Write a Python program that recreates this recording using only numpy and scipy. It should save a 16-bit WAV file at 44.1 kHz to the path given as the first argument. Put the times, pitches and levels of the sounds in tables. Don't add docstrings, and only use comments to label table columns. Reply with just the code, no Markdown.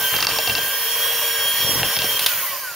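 import sys
import numpy as np
from scipy import signal
from scipy.fft import rfft, irfft, next_fast_len
from scipy.io import wavfile
from scipy.ndimage import uniform_filter1d, minimum_filter1d

SR = 44100
rng = np.random.default_rng(int(sys.argv[2]) if len(sys.argv) > 2 else 0)


def magnitude_from_level(level_db):
    exponent = np.asarray(level_db, float) / 20
    return 10 ** exponent


def generate_wav(sig):
    pcm = np.round(np.clip(np.atleast_2d(sig).T, -1, 1) * 32767).astype(np.int16)
    wavfile.write(sys.argv[1], SR, pcm)


N = 121275
TOP_HZ = 15760

# [t/s, speed/(rev/s)]
SHAFT_SPEED = [(0, 224.2), (.2, 226), (.37, 228.6), (.6, 226.5), (.72, 228.3), (1, 232.3), (1.2, 232.9),
               (1.47, 230.6), (1.68, 232.2), (1.9, 228.9), (2.05, 227.5), (2.19, 227.3), (2.265, 220.5),
               (2.36, 196), (2.47, 169.5), (2.6, 138.5), (2.68, 122.5), (2.75, 111)]


def unit(x):
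    return x / np.sqrt(np.mean(x ** 2) + 1e-20)


def along(points, hz):
    f, v = np.transpose(points)
    return np.interp(np.log(hz + 1), np.log(f + 1), v)


def curves(rows):
    s, *cols = np.transpose(rows)
    return [np.interp(np.arange(N) / SR, s, c) for c in cols]


def wobble(rate_hz, count=N):
    knots = rng.standard_normal(200)
    return np.interp(np.linspace(0, N / SR * min(rate_hz, 70), count), np.arange(len(knots)), knots)


def filtered(x, response):
    m = next_fast_len(x.shape[-1] + 8192)
    return irfft(rfft(x, m) * response(np.fft.rfftfreq(m, 1 / SR)), m)[..., :x.shape[-1]]


def resonance_db(hz, peaks):
    return sum(db / (1 + (2 * (hz - centre_hz) / width_hz) ** 2) for centre_hz, width_hz, db in peaks)


def spread(hz):
    # [f/Hz, left-right likeness]
    likeness = [(30, 0.87), (200, .92), (500, 0.95), (1800, 0.98), (3400, 0.88), (4300, 0.35), (6000, 0.4),
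                (9000, .5), (15000, 0.45)]
    return np.arccos(np.clip(along(likeness, hz), -1, 1)) / 2


def rush(colour_db, patchy_db):
    z = signal.stft(rng.standard_normal((2, N)), nperseg=512)[2]
    field = uniform_filter1d(rng.standard_normal(z.shape[1:]), size=5, axis=0)
    field = uniform_filter1d(field, size=8, axis=1)
    pair = signal.istft(z * magnitude_from_level(patchy_db * unit(field)), nperseg=512)[1][:, :N]
    mid, side = filtered(pair, lambda hz: magnitude_from_level(colour_db(hz)) * [np.cos(spread(hz)), np.sin(spread(hz))])
    return unit(np.array([mid + side, mid - side]))


def burst(t60_s, colour_db, rise_s, blow=0):
    t = np.arange(SR // 10) / SR
    noise = rng.standard_normal(len(t)) + blow * (np.arange(len(t)) == round(2 * rise_s * SR))
    x = filtered(noise, lambda hz: magnitude_from_level(colour_db(hz)))
    x = x * magnitude_from_level(-60 * t / t60_s) * (1 - np.exp(-(t / rise_s) ** 2))
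    return x / abs(x).max()


def order_levels(step, coast):
    multiples = [2, 6, 6.7, 7, 8, 12, 14, 19, 24, 36, 42, 43, 48, 53, 55, 60, 67, 72, 79, 84, 90, 96, 108,
                 120]
    driven_db = [-17, -33.5, -23.5, -14, -20.5, -15, -9, -16, -8, -9, -14, -9, -8, -12.5, -14, -3.5, -20,
                 -14, -16, -14, -15, -15, -16, -17]
    coast_db = [-50, -29, -50, -23, -29, -17, -31, -34, -23, -14, -29, -29, -15, -18, -20, -12, -17, -11,
                -13, -15, -11, -15, -16, -17]
    weak_db, weak_scatter_db = -23, 2
    levels = {k: weak_db + weak_scatter_db * rng.standard_normal() for k in range(28, 71)}
    for k, on, off in zip(multiples, driven_db, coast_db):
        levels[k] = on + (off - on) * coast
    return levels


def whine(turn, speed, air_db, hiss_db):
    # [f/Hz, width/Hz, gain/dB]
    shell = [(460, 21, -2), (570, 136, 11.5), (1057, 407, 14), (1540, 120, 5.5), (1900, 210, 6.5),
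             (2290, 50, 7.5), (3030, 120, 2.5), (13400, 6400, -3)]
    # [f/Hz, width/Hz, gain/dB]
    passed = [(1060, 125, 24), (1470, 190, 20), (1960, 250, 16), (2440, 110, 13), (3050, 200, 3),
              (4750, 250, 12), (7000, 700, 3), (12300, 1800, 8), (15000, 1600, 13)]
    # [t/s, level/dB]
    vents = [(0, 1.5), (.12, 11), (.19, 9), (.23, 5.5), (.39, 8.5), (.5, 8), (.74, 6.5), (1.06, 9.5),
             (1.19, 5.5), (1.48, 14), (1.53, 9.5), (1.69, 11), (1.735, 5.5), (1.8, 10.5), (1.96, 5),
             (2.09, 11.5), (2.175, 14), (2.2, 5), (2.56, -1)]
    # [t/s, hum/dB, gear/dB, commutator/dB, whistle/dB]
    circling = [(0, -0.5, 6.5, -1, -7), (.17, -8, -5.5, -14, 5.5), (.37, 3, 3.5, 5, 3),
                (.68, -5, 6, 2.5, -7), (.92, 1, -6, 4, 7), (1.25, 3, 2.5, 1.5, 6), (1.4, 5.5, 2, 8, 0),
                (1.55, -6.5, -1, -1.5, 12), (1.7, 5, -6, 10.5, 3), (1.8, -1, -6, 3, 6),
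                (2.03, 0.5, 6, 4, 2), (2.13, -2.5, -3.5, 0.5, -3), (2.27, 1, -1, -2, -14)]
    follows = {2: 0, 7: 1, 24: 2, 48: 2, 43: 3, 60: 3}
    blades, brush_orders_from = 14, 34
    off_s, fade_s = 2.27, .06
    sway_db, flutter_db, drift_hz = 3.5, -3, 4.84
    steered_sway, coast_steadies = .25, .7

    step = np.arange(0, N, 64)
    count = len(step)

    def fine(v):
        return np.interp(np.arange(N), step, v)

    coast = np.clip((step / SR - off_s) / fade_s, 0, 1)
    levels = order_levels(step, coast)
    levels[blades] = levels[blades] + curves(vents)[0][step]
    swings_db = curves(circling)
    for k, column in follows.items():
        levels[k] = levels[k] + (1 - coast) * swings_db[column][step]

    out = np.zeros((2, N))
    for k, db in levels.items():
        hz = k * speed[step]
        housing_db = (1 - coast) * resonance_db(hz, shell) + coast * resonance_db(hz, passed)
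        brush_db = (k > brush_orders_from) * (hiss_db - air_db)[step]
        share = steered_sway if k in follows or k == blades else 1
        unsteady_db = share * (1 - coast_steadies * coast) * sway_db * wobble(7.98, count)
        unsteady_db = unsteady_db + flutter_db * wobble(60, count)
        gain = magnitude_from_level(db + housing_db + brush_db + unsteady_db) * (hz < TOP_HZ)
        drift = 2 * np.pi * drift_hz * np.cumsum(wobble(39.7, count)) * step[1] / SR
        drift = drift + rng.uniform(0, 2 * np.pi)
        skew = 1.86 * spread(hz) * wobble(5.05, count)
        out += fine(gain) * np.sin([k * turn + fine(drift + skew), k * turn + fine(drift - skew)])
    return out


def fan_air(shell):
    # [f/Hz, level/dB per Hz]
    air_colour = [(150, -67), (250, -32), (458, -18), (1310, -17.5), (1580, -11), (2120, -11.5),
                  (3160, -2.5), (3670, -9), (8500, -10.5), (11000, -39), (18700, -120)]
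    off_s, slow_s = 2.27, 0.42
    hump_hz, hump_width_hz, hump_loss = 3320, 700, 0.75
    air = rush(lambda hz: along(air_colour, hz) + resonance_db(hz, shell), patchy_db=1.5)
    air = air * magnitude_from_level(.7 * wobble(11.4))
    slowed = np.clip((np.arange(N) / SR - off_s) / slow_s, 0, 1)
    hump = filtered(air, lambda hz: np.exp(-((hz - hump_hz) / hump_width_hz) ** 2))
    return air - hump_loss * slowed * hump


def brush_hiss(shell, turn):
    # [f/Hz, level/dB per Hz]
    hiss_colour = [(4410, -90), (7500, -106), (7800, -43), (9640, -4), (11700, -3), (14300, 4.5),
                   (16100, -1.5), (16500, -42)]
    hiss = rush(lambda hz: along(hiss_colour, hz) + resonance_db(hz, shell), patchy_db=0.5)
    return hiss * magnitude_from_level(1.4 * wobble(18)) * (1 + 0.22 * np.sin(turn))


def motor():
    # [t/s, air/dB, brush hiss/dB]
    load = [(0.0, -25, -25.5), (0.11, -23.5, -25), (0.34, -23, -29), (0.67, -26, -26.5),
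            (1.0, -23.5, -26.5), (1.51, -24.5, -26.5), (1.7, -22, -26), (1.89, -23.5, -27.5),
            (2.11, -24, -25.5), (2.28, -24, -25), (2.56, -29, -32.5), (2.75, -31, -36.5)]
    # [f/Hz, width/Hz, gain/dB]
    shell = [(460, 21, -2), (570, 136, 11.5), (1057, 407, 14), (1540, 120, 5.5), (1900, 210, 6.5),
             (2290, 50, 7.5), (3030, 120, 2.5), (13400, 6400, -3)]
    speed, = curves(SHAFT_SPEED)
    air_db, hiss_db = curves(load)
    turn = 2 * np.pi * np.cumsum(speed) / SR
    tonal_and_air = fan_air(shell) + whine(turn, speed, air_db, hiss_db)
    return magnitude_from_level(air_db - 1.81) * tonal_and_air + magnitude_from_level(hiss_db + 1.0) * brush_hiss(shell, turn)


def beaters():
    # [t/s, level/dB]
    drag = [(0, -38.5), (.11, -53), (.14, -31.5), (.19, -43), (.39, -42), (.45, -52), (.49, -36.5),
            (.58, -38.5), (.72, -54), (1.43, -53), (1.47, -44.5), (1.57, -49.5), (1.61, -37.5),
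            (1.72, -32.5), (1.88, -33.5), (1.94, -53), (1.98, -34.5), (2.42, -56.5)]
    # [f/Hz, level/dB per Hz]
    rumble = [(15, -44), (48, -3), (75, -5.5), (115, 6), (200, -2), (620, -4.5), (1200, -12), (3300, -120)]
    wires_per_turn, slap_db, idle_db = .2, 5, -64

    def colour_db(hz):
        return along(rumble, hz)

    drag_db, = curves(drag)
    wires = 2 * np.pi * np.cumsum(wires_per_turn * curves(SHAFT_SPEED)[0]) / SR
    slaps = magnitude_from_level(slap_db * np.cos(wires + 1.9) + 2.1 * wobble(16))
    dragging = magnitude_from_level(drag_db + 2.0) * unit(slaps * rush(colour_db, patchy_db=1.0))
    return dragging + magnitude_from_level(idle_db) * rush(colour_db, patchy_db=1.5)


def ticks():
    # [t/s, peak/dB, pitch/Hz, thud over the tick/dB, thud/Hz]
    hits = [(0.1393, -3.5, 1900, -8.5, 740), (0.164, -2.5, 4600, -15, 660), (.184, -9, 4500, 0, 1290),
            (0.2055, -1.5, 4600, -11, 1110), (0.2261, 6.5, 4060, -15, 1250), (0.2467, -3.5, 4200, -9, 1200),
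            (0.269, 15.5, 4770, -13, 1200), (0.289, -4, 4170, -8.5, 695), (0.31, -7.5, 2140, -7, 920),
            (0.3868, 3, 4200, -11, 666), (0.4742, 0, 3230, -15, 720), (0.4965, -1, 3160, -17, 620),
            (0.552, 4, 3670, -14, 1200), (0.58, -3, 3030, -11.5, 566), (1.8309, 6.5, 2400, -14, 700),
            (1.9662, 2, 3230, -23, 614), (1.9886, 8, 3350, -28, 620), (2.0195, 4.5, 3300, -18.5, 610),
            (2.044, 2, 5400, -20, 460)]
    # [f/Hz, level/dB, t60/s]
    bowl = [(620, -3.5, 0.17), (1200, -27, .05), (2740, 1.5, 0.07), (3980, -10, 0.036), (4600, 3, 0.018),
            (5370, -8, 0.029), (5110, 0, 0.0098)]
    crack_t60_s, thud_t60_s, rise_s, blow = 0.033, 0.039, .0003, 14
    width_oct, top_db, top_db_per_octave = 0.62, -12.5, 38
    ring_db, covered_s, covered_db = -9, 1, -10

    def hump(hz, centre_hz):
        bell_db = -6 * (np.log2((hz + 1) / centre_hz) / width_oct) ** 2
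        shelf_db = np.minimum(top_db + top_db_per_octave * np.log2(centre_hz / 4000), -6)
        return np.maximum(bell_db, shelf_db - 40 * (hz < centre_hz))

    out, t = np.zeros(N + SR), np.arange(SR // 10) / SR
    for s, db, pitch_hz, thud_db, thud_hz in hits:
        ring = np.zeros(len(t))
        for hz, level_db, t60_s in bowl:
            near_db = max(hump(hz, pitch_hz), thud_db + hump(hz, thud_hz))
            mode_db = level_db + near_db + rng.normal(0, 2.3)
            ring += magnitude_from_level(mode_db - 60 * t / t60_s) * np.sin(2 * np.pi * hz * t)
        crack = burst(crack_t60_s, lambda hz: hump(hz, pitch_hz), rise_s, blow)
        thud = burst(thud_t60_s, lambda hz: hump(hz, thud_hz) - 20 * (hz > 2 * thud_hz), 3 * rise_s)
        ring_gain = magnitude_from_level(ring_db + covered_db * (s > covered_s))
        out[round(s * SR):][:len(t)] += magnitude_from_level(db - 6.5) * (crack + ring_gain * ring + magnitude_from_level(thud_db) * thud)
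    return out[:N]


def switch():
    # [t/s, peak/dB, pitch/Hz]
    snaps = [
        (2.1921, 0.5, 2700),
        (2.261, 3, 3400),
    ]
    # [f/Hz, level/dB]
    case = [(290, -30), (500, -11.5), (1090, -18), (1870, -18.5), (3550, -7.5), (8060, -21), (9190, -12),
            (15100, -14), (16500, -22)]
    out = np.zeros(N + SR)
    for s, db, pitch_hz in snaps:
        snap = burst(0.039, lambda hz: along(case, hz) + 8 / (1 + ((hz - pitch_hz) / 400) ** 2), rise_s=.0013)
        out[round(s * SR):][:len(snap)] += magnitude_from_level(db) * snap
    return out[:N]


def kitchen(x):
    # [f/Hz, t60/s]
    decay = [(200, 0.23), (2000, 0.14), (12000, 0.19)]
    hz, t, z = signal.stft(rng.standard_normal((2, SR // 2)), SR, nperseg=256)
    tail = signal.istft(z * magnitude_from_level(-60 * t / along(decay, hz)[:, None]), SR, nperseg=256)[1]
    late = np.pad(x, (100, 0))[None]
    return signal.fftconvolve(late, tail / np.linalg.norm(tail[0]), axes=1)[:, :N]


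def scene():
    hits = ticks() + switch()
    return motor() + beaters() + hits + magnitude_from_level(-12) * kitchen(hits)


def roll_off(x):
    return signal.sosfilt(signal.butter(12, 16890, fs=SR, output="sos"), x)


def record(dry):
    # [f/Hz, left over right/dB]
    lean = [(60, -.3), (1200, -.4), (2800, 1.3), (5500, -1.9), (9500, -2.8), (14000, -1.9)]
    notch_hz, notch_width_hz, notch_depth = 7860, 450, .998
    ceiling_db, look_s, squeeze = -4.5, 0.025, 0.72

    def response(hz):
        notch = 1 - notch_depth * np.exp(-((hz - notch_hz) / notch_width_hz) ** 2)
        return notch * (hz < TOP_HZ) * magnitude_from_level(along(lean, hz) * np.array([[.5], [-.5]]))

    x = filtered(dry, response)
    look = round(look_s * SR)
    need = np.minimum(1, magnitude_from_level(ceiling_db) / (abs(x).max(0) + 1e-9)) ** squeeze
    gain = uniform_filter1d(minimum_filter1d(need, look), look // 2)
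    return roll_off(np.clip(x * gain, -1, 1))


dry = scene()
out = record(dry)
generate_wav(out)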